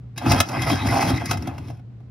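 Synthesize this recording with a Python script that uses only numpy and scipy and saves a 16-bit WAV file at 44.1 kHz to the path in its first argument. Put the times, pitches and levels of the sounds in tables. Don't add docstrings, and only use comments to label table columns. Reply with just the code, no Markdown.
import sys
import numpy as np
from scipy import signal
from scipy.fft import rfft, irfft, next_fast_len
from scipy.io import wavfile
from scipy.ndimage import map_coordinates

SR = 44100
rng = np.random.default_rng(int(sys.argv[2]) if len(sys.argv) > 2 else 0)


def ratio(d):
    e = np.asarray(d, float) / 20
    return 10 ** e


def pcm_store(signal):
    levels = np.round(np.clip(np.atleast_2d(signal), -1, 1) * 32767)
    wavfile.write(sys.argv[1], SR, levels.astype(np.int16).T)


N = 92610

SPLIT_HZ = 3200
SHEEN_DB = 13.5


def unit(x):
    return x / np.sqrt(np.mean(x ** 2) + 1e-20)


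def along(points, hz):
    f, v = np.transpose(points)
    return np.interp(np.log(hz + 1), np.log(f + 1), v)


def wobble(rate):
    knots = rng.standard_normal(N // 100)
    return map_coordinates(knots, [np.arange(N) * rate / SR])


def filtered(x, response):
    m = next_fast_len(N + SR // 2)
    f = np.fft.rfftfreq(m, 1 / SR)
    return irfft(rfft(x, m) * response(f), m)[..., :N]


def level(response):
    return response / np.sqrt(np.mean(np.abs(response) ** 2))


def below(f, hz=SPLIT_HZ):
    return 1 / (1 + (f / hz) ** 8)


def modes(table, f):
    total = 0
    for k, (centre, width, db) in enumerate(table):
        damping = 1j * f * width
        total = total + (-1) ** k * ratio(db) * damping / (centre * centre - f * f + damping + 1e-9)
    return total


def causal(gain):
    c = irfft(np.log(gain + 1e-6))
    h = len(c) // 2
    folded = np.r_[c[0], 2 * c[1:h], c[h], np.zeros(h - 1)]
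    return np.exp(rfft(folded))


def bank():
    scrape, rumble, treble, shake = spindle_load()
    bands, shapes, favour_hz = knock_envelopes()
    chatter = ratio(2 * wobble(61))
    burst = rng.standard_normal(N)

    def rub():
        return scraping(scrape * chatter, treble * chatter)

    def blows(hz):
        return knocking(hz, bands, shapes, favour_hz, burst)

    knock = (bands[0] @ shapes) * burst
    return iron(rub, blows) + hollow_base(rumble, knock) + table_top(shake)


def spindle_load():
    # start_s, scrape_db, base_rumble_db, scrape_treble_db, table_shake_db
    spin = [(0.161, -44, -52, -54, -27), (0.225, -37, -40, -52, -57), (0.233, -36.5, -30, -72, -31),
            (0.27, -24, -20, -42.5, -17.5), (0.383, -22.5, -29, -38, -23), (0.427, -46.5, -41.5, -57, -56),
            (0.551, -30, -33, -48, -28.5), (0.6, -27, -29, -43, -24), (0.682, -26.5, -36, -36.5, -26),
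            (0.733, -28.5, -17.5, -35.5, -23.5), (0.767, -29.5, -42, -52.5, -32),
            (0.851, -27.5, -23.5, -43.5, -23), (0.889, -26.5, -25, -38, -22.5),
            (0.959, -23.5, -28, -38, -25.5), (1.0, -28.5, -29.5, -43, -32.5), (1.097, -26, -22.5, -39, -17),
            (1.19, -34.5, -33.5, -55, -34.5), (1.29, -32, -39, -50.5, -24.5),
            (1.334, -28.5, -32, -40, -21.5), (1.378, -48, -37.5, -66, -35),
            (1.48, -39.5, -33.5, -76, -31.5), (1.549, -49, -45, -73, -34), (1.7, -54, -38.5, -63.5, -36),
            (1.8, -65.5, -65, -80.5, -54)]
    t = np.arange(N) / SR
    start_s, *columns = np.transpose(spin)
    return [ratio(np.interp(t, start_s, db, -120, -120)) for db in columns]


def knock_envelopes():
    # start_s, peak_db, brightness_db, best_caught_mode_hz
    knocks = [(0.176, -29, -2.5, 1650), (0.229, -25.5, -36, 1558), (0.261, -12.5, -34, 2540),
              (0.316, -9, -13, 854), (0.361, -14, -27.5, 741), (0.401, -15.5, -1, 741),
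              (0.488, -44.5, 7, 1278), (0.617, -18.5, -13.5, 2540), (0.663, -24, -28, 2040),
              (0.698, -13, -18, 1090), (0.868, -25.5, -11.5, 741), (1.023, -18.5, -15.5, 741),
              (1.098, -23, -14.5, 1278), (1.255, -34.5, 0, 5290), (1.309, -13, -12, 1278),
              (1.37, -26.5, -15.5, 2040), (1.421, -26, -22.5, 5290), (1.471, -19, -24, 3250),
              (1.543, -35, -31.5, 854), (1.579, -30, -20, 741), (1.681, -35.5, -19, 3250),
              (1.699, -32, -29.5, 741), (1.769, -44.5, -25.5, 2040), (1.793, -42.5, -34, 854),
              (2.002, -45.5, -40.5, 854)]
    start_s, peak_db, bright_db, favour_hz = np.transpose(knocks)
    rise_s, fall_s = 0.003, 0.01
    knock_db = -2.5
    usual_db, middle_share = -14, 0.8
    since = np.maximum(np.arange(N) / SR - start_s[:, None], 0)
    shapes = np.minimum(since / rise_s, 1) * np.exp(-(since / fall_s) ** 2)
    tilt_db = np.array([0 * peak_db, middle_share * (bright_db - usual_db), bright_db + SHEEN_DB])
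    return ratio(peak_db + knock_db + tilt_db), shapes, favour_hz


def knocking(hz, bands, shapes, favour_hz, burst):
    soft_hz, favour_db = 1100, 7
    nearness = np.exp(-(10 * np.log(hz / favour_hz)) ** 2)
    caught = ratio(favour_db * (nearness - .5))

    def split(f):
        return [below(f, soft_hz), below(f) - below(f, soft_hz), 1 - below(f)]

    return filtered((bands * caught) @ shapes * burst, split).sum(axis=0)


def scraping(scrape, treble):
    body = filtered(scrape * grit(), below)
    sheen = filtered(treble * grit(), lambda f: 1 - below(f))
    return body + ratio(SHEEN_DB) * sheen


def grit():
    grains_per_s, spread_db = 2500, 3.2
    hit, size, sign = rng.random((3, N))
    slips = (hit < grains_per_s / SR) * ratio(-spread_db * np.log(size + 1e-4))
    return unit(slips * np.sign(sign - .5))


def iron(rub, blows):
    # centre_hz, width_hz, gain_db
    strong = [(753, 130, 18.5), (854, 27, 9), (1090, 100, 4.5), (1278, 89, 6.5), (1603, 120, 3),
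              (2040, 110, 6.5), (2544.5, 45, 11), (3250, 36, 8), (3820, 150, 1), (4927, 86, 0.5),
              (5290, 900, -1), (10700, 72, -43.5)]
    # frequency_hz, gain_db
    between = [(450, -30), (750, -29), (1000, -22), (2500, -3.5), (2900, -11.5), (4400, -28), (5200, 0.5),
               (7500, -46.5), (10000, -9), (16000, -43.5)]
    turn_db, turn_per_s = 6, 22
    hz = np.arange(1, SPLIT_HZ)
    power = np.abs(modes(strong, hz)) ** 2 + ratio(2 * along(between, hz))
    scale = 1 / np.sqrt(np.sum(power) / (SR / 2))
    ring = 0
    for mode in strong:
        turn = ratio(turn_db * (wobble(turn_per_s) - .5))
        ring = ring + filtered(rub() * turn + blows(mode[0]), lambda f: modes([mode], f))
    bed = filtered(rub() + blows(1), lambda f: causal(ratio(along(between, f))))
    return scale * (ring + bed)


def hollow_base(rumble, knock):
    # centre_hz, width_hz, gain_db
    base = [(250, 53, 4.5), (338, 85, -0.5), (162, 91, 1)]
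    drive = rumble * rng.standard_normal(N) + ratio(-4.5) * knock
    return filtered(drive, lambda f: level(modes(base, f)))


def table_top(shake):
    # centre_hz, width_hz, gain_db
    plate = [(67.4, 28, -6), (90.4, 29.3, 2.5), (114.5, 71.3, -1)]
    return filtered(shake * rng.standard_normal(N), lambda f: level(modes(plate, f) ** 2))


def ports(x):
    # frequency_hz, level_db
    balance = [(350, 1.5), (1300, -3), (2600, 4.5), (4500, 0.5)]
    # frequency_hz, lead_rad
    lead = [(250, 0), (950, -1), (2500, .5), (4900, -.5), (7100, 3.0), (8300, 3.3), (11000, 6.3),
            (14400, 9.5)]
    side = np.array([[.5], [-.5]])
    return filtered(x, lambda f: ratio(side * along(balance, f)) * np.exp(1j * side * along(lead, f)))


def room(x):
    # frequency_hz, t60_s
    decay = [(150, 0.24), (1000, 0.23), (8000, 0.076)]
    # frequency_hz, gain_db
    colour = [(100, -56), (300, -10), (1200, -10), (6000, -7.5)]
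    hz, t, z = signal.stft(rng.standard_normal((2, SR // 4)), SR, nperseg=256)
    fading = z * ratio(-60 * t / along(decay, hz)[:, None])
    tail = signal.istft(fading, SR, nperseg=256)[1]
    wet = signal.fftconvolve(x[None], tail / np.linalg.norm(tail[0]), axes=1)[:, :N]
    return filtered(wet, lambda f: ratio(along(colour, f)))


def air_noise():
    # frequency_hz, level_db
    air = [(25, -48), (64, -8), (92, -11.5), (134, -11), (180, -14), (607, -35), (4370, -54),
           (16000, -80.5)]
    # frequency_hz, correlation
    alike = [(100, 0.94), (4000, 0.096)]

    def response(f):
        turn = np.arccos(np.clip(along(alike, f), -1, 1)) / 2
        return ratio(along(air, f)) * [np.cos(turn), np.sin(turn)]

    mid, side = filtered(rng.standard_normal((2, N)), response)
    return ratio(-46) * unit(np.array([mid + side, mid - side]))


def room_hum():
    # pitch_hz, rms_level_db
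    tones = [(118.4, -39.5)]
    waver_db = -0.5
    t = np.arange(N) / SR
    total = 0
    for hz, db in tones:
        loudness = np.sqrt(2) * ratio(db + waver_db * wobble(30))
        total = total + loudness * np.sin(2 * np.pi * hz * t + .5 * wobble(24))
    return total


def scene():
    x = bank()
    return ports(x) + room(x) + air_noise() + room_hum()


def low_pass(x):
    return signal.sosfilt(signal.butter(12, 16460, fs=SR, output="sos"), x)


def record(dry):
    return low_pass(dry)


dry = scene()
out = record(dry)
pcm_store(out)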